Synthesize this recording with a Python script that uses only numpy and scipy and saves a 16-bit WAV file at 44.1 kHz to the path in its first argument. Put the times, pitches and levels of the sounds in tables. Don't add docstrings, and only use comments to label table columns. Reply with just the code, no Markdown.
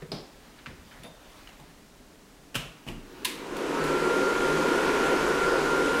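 import sys
import numpy as np
from scipy import signal
from scipy.fft import rfft, irfft, next_fast_len
from scipy.io import wavfile
from scipy.ndimage import uniform_filter1d, map_coordinates

SR = 44100
rng = np.random.default_rng(int(sys.argv[2]) if len(sys.argv) > 2 else 0)


def elevation(decibels):
    levels = np.asarray(decibels, float)
    return 10 ** (levels / 20)


def output_pcm(signal):
    pcm = np.clip(np.atleast_2d(signal).T, -1, 1) * 32767
    wavfile.write(sys.argv[1], SR, np.round(pcm).astype(np.int16))


N = 264600

# (time [s], blade-pass frequency [Hz], whine level [dB])
FIRST_WHEEL = [(2.56, 250, -90), (3.45, 1090, -60), (3.7, 1275, -47), (3.92, 1368, -35), (4.1, 1393, -33.5),
               (4.32, 1401, -31), (4.8, 1392, -37), (5.13, 1385, -32), (5.3, 1384, -38), (5.47, 1387, -30),
               (5.6, 1384, -39), (5.72, 1394, -31), (6, 1398, -33)]
SECOND_WHEEL = [(2.88, 250, -90), (3.75, 1010, -64), (4.12, 1250, -55), (4.26, 1330, -42),
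                (4.42, 1385, -49), (4.7, 1447, -41), (5.05, 1468, -40), (5.3, 1475, -38), (6, 1474, -38)]
# (frequency [Hz], width [Hz], lift [dB])
STANDING_WAVES = [(28.2, 5.9, 15.5), (64, 14, -6), (89.9, 8, -4), (155.4, 8, 14), (286, 40, 5),
                  (361, 44, 3), (426.4, 36, 4.5), (477, 15, 7), (523.4, 20, 6.5), (930, 13, 8.5),
                  (977, 11, 6.5), (1038, 9.2, 7.5), (1460, 37, 1), (1457, 17, 6)]


def unit(x):
    return x / np.sqrt(np.mean(x ** 2) + 1e-20)


def along(points, hz):
    f, v = np.transpose(points)
    return np.interp(np.log(hz + 1), np.log(f + 1), v)


def curves(rows):
    s, *columns = np.transpose(rows)
    return [np.interp(np.arange(N) / SR, s, c) for c in columns]


def wobble(rate_hz):
    knots = rng.standard_normal(int(N * rate_hz / SR) + 4)
    return map_coordinates(knots, [np.arange(N) * rate_hz / SR])


def filtered(x, response):
    m = next_fast_len(len(x) + 8192)
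    return irfft(rfft(x, m) * response(np.fft.rfftfreq(m, 1 / SR)), m)[:len(x)]


def resonance(f, centre_hz, width_hz):
    return 1j * f * width_hz / (centre_hz ** 2 - f * f + 1j * f * width_hz)


def rush(spectrum, patchy_db=0, waves=()):
    z = signal.stft(rng.standard_normal(N), nperseg=512)[2]
    patches = uniform_filter1d(rng.standard_normal(z.shape), size=6, axis=0)
    patches = uniform_filter1d(patches, size=14, axis=1)
    white = signal.istft(z * elevation(patchy_db * unit(patches)), nperseg=512)[1][:N]

    def response(hz):
        lift_db = sum(db * abs(resonance(hz, c, w)) ** 2 for c, w, db in waves)
        return elevation(along(spectrum, hz) + lift_db)
    return unit(filtered(white, response))


def add(out, x, s):
    part = out[round(s * SR):][:len(x)]
    part += x[:len(part)]


def room(x):
    # (frequency [Hz], t60 [s])
    wall_t60 = [(150, 0.53), (400, 0.56), (1000, 0.57), (2800, 0.51), (7300, 0.43), (15000, 0.3)]
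    hz, t, z = signal.stft(rng.standard_normal(SR // 2), SR, nperseg=256)
    decay = elevation(-60 * t / along(wall_t60, hz)[:, None])
    tail = signal.istft(z * decay, SR, nperseg=256)[1]
    return signal.fftconvolve(np.pad(x, (150, 0)), tail / np.linalg.norm(tail))


def causal(spectrum):
    c = irfft(np.log(elevation(along(spectrum, np.fft.rfftfreq(4096, 1 / SR))) + 1e-6))
    c[1:2048] *= 2
    c[2049:] = 0
    pulse = irfft(np.exp(rfft(c)))[:2048]
    return pulse / np.linalg.norm(pulse)


def scrape(length_s, rise_s=0.00062):
    t = np.arange(SR // 8) / SR
    rise = 1 - np.exp(-t / max(rise_s, .0001))
    fall = elevation(-20 * t / np.clip(length_s, .001, .06))
    return rng.standard_normal(len(t)) * rise * fall


def contact(rows, colour):
    out = np.zeros(N)
    pulse = causal(colour)
    for s, peak_db, length_s, room_db, rise_s in rows:
        direct = signal.fftconvolve(scrape(length_s, rise_s), pulse)
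        direct *= elevation(peak_db) / abs(direct).max()
        add(out, direct, s)
        add(out, elevation(room_db) * np.linalg.norm(direct) * room(pulse), s)
    return out


def stillness():
    # (frequency [Hz], density [dB per Hz])
    air_colour = [(12, -40), (20, 0), (38, -1), (93, -11), (142, -8.5), (301, -3.5), (328, -12), (410, -8),
                  (485, -13), (542, -13), (2260, -21.5), (6910, -26), (16000, -35.5)]
    rumble_colour = [(12, -47), (28, -1), (48, -2), (65, -22), (100, -51)]
    rumble = elevation(-64 + 3 * wobble(4)) * rush(rumble_colour)
    return elevation(-53) * rush(air_colour) + rumble


def clothes():
    # (frequency [Hz], density [dB per Hz])
    cloth_colour = [(300, 0), (900, 0), (2000, -1.5), (4000, -8.5), (9000, -20)]
    # (time [s], length [s], level [dB])
    moves = [
        (0.02, .2, -59),
        (0.477, 0.7, -57.5),
        (.95, 0.37, -55),
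        (1.36, 0.4, -53),
        (1.646, 0.42, -60),
        (2.85, 0.41, -60.5),
        (3.3, 0.53, -50),
    ]
    t = np.arange(N) / SR
    power = sum(elevation(db) ** 2 * np.exp(-(3.0 * (t - s) / length_s) ** 2) for s, length_s, db in moves)
    return np.sqrt(power) * rush(cloth_colour, patchy_db=3.0)


def thuds():
    # (time [s], peak level [dB], board frequency [Hz], joist level [dB], joist frequency [Hz])
    footfalls = [(.125, -35, 213, -5.5, 154), (.15, -42, 420, -13, 151), (0.019, -36, 402, -3, 160),
                 (0.671, -36, 184, -7.5, 77.4), (0.701, -44, 394, -25, 60), (0.995, -44, 166, -19, 60),
                 (1.040, -40.5, 580, -4.5, 169), (1.056, -44, 650, -5, 300), (1.594, -46.5, 696, 0, 155),
                 (2.554, -30, 141, -16, 45), (2.865, -35, 252, -5.5, 120), (2.885, -30.5, 244, -9, 29.8),
                 (3.79, -33, 156, -10, 45)]
    length_s = 0.036
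    out = np.zeros(N)
    for s, peak_db, board_hz, joist_db, joist_hz in footfalls:
        board = filtered(scrape(length_s), lambda f: (resonance(f, board_hz, 0.61 * board_hz) ** 2
                                                      + 0.18 * resonance(f, 454, 350)))
        joist = filtered(scrape(length_s), lambda f: resonance(f, joist_hz, 0.49 * joist_hz) ** 2)
        direct = board / abs(board).max() + elevation(joist_db) * joist / abs(joist).max()
        direct *= elevation(peak_db)
        add(out, direct, s)
        add(out, elevation(-1.5) * room(direct), s)
    return out


def taps():
    # (time [s], peak level [dB], length [s], room level [dB], rise [s])
    hits = [
        (.0205, -40, 0.017, -10, 0.0011),
        (.4035, -55, .01, 5, .001),
        (.585, -46, .02, -1.5, .004),
        (.6595, -28, 0.0076, -4, 0.00059),
        (.665, -29.5, .007, -7, .0008),
        (1.04, -41, 0.033, -9, .002),
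        (1.4735, -38, .006, 1, .0004),
        (.908, -46, 0.063, 2, 0.0065),
    ]
    # (frequency [Hz], density [dB per Hz])
    colour = [(290, -48), (600, -17), (1300, -3), (1800, -1.5), (2400, -4), (3200, -9), (4400, -15),
              (5300, -20.5), (9800, -34), (16000, -55)]
    return contact(hits, colour)


def clacks():
    # (time [s], peak level [dB], length [s], room level [dB], rise [s])
    hits = [
        (.1172, -21, 0.0099, 2, .0006),
        (.154, -49, .004, -13, .0008),
    ]
    # (frequency [Hz], density [dB per Hz])
    colour = [(35, -44), (96, -23), (139, -21), (280, -2), (715, -7.5), (1900, -24.5), (3500, -16.5),
              (4400, -15), (5100, -11), (5700, -21.5), (6600, -34), (10000, -33), (16000, -51)]
    return contact(hits, colour)


def plug():
    # (time [s], peak level [dB], length [s], room level [dB], rise [s])
    hits = [
        (2.5435, -25.5, 0.016, -16, 0.0041),
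        (2.5535, -18, 0.0037, -2, 0.00043),
        (2.5572, -19, 0.014, -0.5, 0.00055),
        (2.568, -32, .006, -8, .0008),
        (2.581, -33, 0.007, -4, .0008),
    ]
    # (frequency [Hz], density [dB per Hz])
    colour = [(35, -26), (60, -25), (156, -5), (458, -7.5), (651, -6.5), (842, -11), (1340, -7),
              (2090, -11), (2770, -1.5), (4640, -18), (5330, -15), (12700, -22), (16000, -30)]
    return contact(hits, colour)


def socket():
    # (time [s], peak level [dB], length [s], room level [dB], rise [s])
    hits = [
        (1.473, -42, .007, -7, .0005),
        (1.49, -42, .008, -2, .0008),
        (2.863, -40, 0.016, -3, 0.0027),
        (2.8745, -35, 0.012, 4.5, .0015),
        (2.885, -30.5, 0.0072, -3, 0.00091),
    ]
    # (frequency [Hz], density [dB per Hz])
    colour = [(240, -29), (400, -5), (598, -8), (708, -4), (789, -13), (906, -3), (1490, -11), (2880, 2),
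              (3690, -12), (13100, -21), (16000, -41)]
    return contact(hits, colour)


def snaps():
    # (time [s], peak level [dB], length [s], room level [dB], rise [s])
    hits = [
        (1.0345, -36, .005, 0, .0004),
        (1.5994, -45, .005, -2, 0.0011),
        (3.247, -21, 0.0052, -5, 0.0011),
        (3.2488, -18, 0.0041, -5.5, 0.00054),
        (3.2525, -14.5, 0.007, -4, 0.00076),
        (4.94, -38, 0.0074, -3, .002),
        (3.2562, -20, 0.0043, 2.5, .0005),
        (3.272, -28, 0.0068, -9, 0.0014),
        (3.5662, -32.5, .006, 1, 0.0017),
        (3.8394, -28.5, 0.0049, 4, .0015),
    ]
    # (frequency [Hz], density [dB per Hz])
    colour = [(350, -75), (600, -45), (1010, -4), (1290, -27), (1730, -7.5), (2760, -4.5), (3160, -8.5),
              (3730, -5.5), (5630, -16), (9890, -14), (14900, -21), (16000, -32)]
    return contact(hits, colour)


def shell_rings():
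    # (time [s], peak level [dB], frequency [Hz], t60 [s])
    rings = [
        (.1187, -25.5, 4950, 0.011),
        (1.474, -42, 2920, .014),
        (3.2488, -23.5, 9840, 0.0091),
        (2.5543, -13, 3070, 0.006),
        (2.887, -38, 2900, 0.016),
        (3.252, -20, 2805, 0.012),
    ]
    out, t = np.zeros(N), np.arange(SR // 20) / SR
    onset = 1 - np.exp(-t / 0.00094)
    for s, db, hz, t60_s in rings:
        add(out, elevation(db + 7.5 - 60 * t / t60_s) * onset * np.sin(2 * np.pi * hz * t), s)
    return out


def prong_ring():
    # (frequency [Hz], level [dB], t60 [s])
    modes = [(3610, -5, .48), (4700, -11, .2), (9948, -11, .2), (10120, -10, .16), (10400, -12, .15)]
    out, t = np.zeros(N), np.arange(SR // 3) / SR
    ring = sum(elevation(db - 60 * t / t60_s) * np.sin(2 * np.pi * hz * t) for hz, db, t60_s in modes)
    beating = ring * (1 - .4 * np.sin(2 * np.pi * 21 * t))
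    add(out, elevation(-45) * beating, 1.036)
    return out


def speed(wheel):
    full_hz = 1400
    powered = np.arange(N) / SR > wheel[0][0]
    return curves(wheel)[0] / full_hz * powered


def flow(db, power, second_db):
    knee = 0.98
    one, two = (np.tanh((speed(wheel) / knee) ** power) for wheel in (FIRST_WHEEL, SECOND_WHEEL))
    return elevation(db + 1.5) * np.hypot(one, elevation(second_db) * two)


def shaft(wheel, db):
    turns_hz = curves(wheel)[0] / 29.5
    gain = elevation(db + 2.5 * wobble(2.7)) * (turns_hz / 48) ** 6
    return gain * np.sin(2 * np.pi * np.cumsum(turns_hz) / SR)


def hum():
    # (frequency [Hz], density [dB per Hz])
    hum_colour = [(8.8, -38), (15, -9), (40, -4), (58, -10), (75, -17), (92, -22), (118, -51), (146, 3.5),
                  (183, -16), (200, -8.5), (260, -2), (440, -120)]
    gain = flow(-46.5, power=6.4, second_db=-6.5) * elevation(1.1 * wobble(6))
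    low_air = gain * rush(hum_colour, 0.31, STANDING_WAVES)
    return low_air + shaft(FIRST_WHEEL, db=-61.0) + shaft(SECOND_WHEEL, db=-54.5)


def roar(surge):
    # (frequency [Hz], density [dB per Hz])
    roar_colour = [(110, -34), (180, -13), (280, -5.5), (338, -4.5), (371, 0.5), (537, -8), (582, -10.5),
                   (684, -14.5), (800, -15.5), (1040, -55), (1760, -120)]
    gain = flow(-28, power=4.14, second_db=-4) * elevation(0.3 * surge + 0.13 * wobble(11))
    air = gain * rush(roar_colour, 0.97, STANDING_WAVES)
    slow = np.clip((.86 - speed(FIRST_WHEEL)) / 0.21, 0, 1)
    return (1 - slow) * air + 1.23 * slow * filtered(air, lambda f: resonance(f, 250, 140))


def body(surge):
    # (frequency [Hz], density [dB per Hz])
    body_colour = [(320, -21), (550, -8.5), (685, -10), (950, -5), (1240, -6.5), (1410, -5.5), (1570, -8.5),
                   (3000, -18.5), (3900, -31), (6600, -120)]
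    gain = flow(-31.5, power=6, second_db=-7.5) * elevation(0.87 * surge)
    return gain * rush(body_colour, 0.68, STANDING_WAVES)


def hiss(surge):
    # (frequency [Hz], density [dB per Hz])
    hiss_colour = [(1290, -6.5), (2200, -2.5), (2890, -4.5), (4030, -7), (7210, -11.5), (10100, -17),
                   (13400, -24.5), (15100, -32), (16000, -48)]
    gain = flow(-39, power=6, second_db=-3) * elevation(0.37 * surge)
    return gain * rush(hiss_colour, 0.95)


def whine(hz, db, flutter_db, drift_hz):
    phase = 2 * np.pi * np.cumsum(hz + drift_hz * wobble(25)) / SR
    level_db = db + flutter_db * (wobble(18) + 0.74 * wobble(7.7))
    return np.sqrt(2) * elevation(level_db) * np.sin(phase)


def outlet():
    filled_s, slide_hz, slide_s, fade_db_per_s = 5.1, 119, .25, 18
    after_s = np.clip(np.arange(N) / SR - filled_s, 0, None)
    hz = 927 + slide_hz * (1 - np.exp(-(after_s / slide_s) ** 2))
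    tone = whine(hz, -46.5 - fade_db_per_s * after_s, flutter_db=0.0, drift_hz=4.18)
    return speed(FIRST_WHEEL) ** 4.8 * tone * wobble(16)


def blowers():
    surge = wobble(3.74)
    air = roar(surge) + body(surge) + hiss(surge) + hum()
    first_whine = whine(*curves(FIRST_WHEEL), flutter_db=0.9, drift_hz=2.3)
    second_whine = whine(*curves(SECOND_WHEEL), flutter_db=0.5, drift_hz=1.6)
    return air + outlet() + first_whine + second_whine


def scene():
    background = stillness() + clothes() + thuds()
    contacts = taps() + clacks() + plug() + socket() + snaps()
    rings = shell_rings() + prong_ring()
    return (background + contacts + rings + blowers())[None]


def roll_off(x):
    return signal.sosfilt(signal.butter(12, 16520, fs=SR, output="sos"), x)


def record(dry):
    def band_limit(hz):
        first_db = np.clip((hz - 15810) / 12, 0, 25)
        second_db = np.clip((hz - 16400) / 8, 0, 90)
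        return elevation(-first_db - second_db)
    mix = filtered(dry[0], band_limit)[None]
    return roll_off(mix)


dry = scene()
out = record(dry)
output_pcm(out)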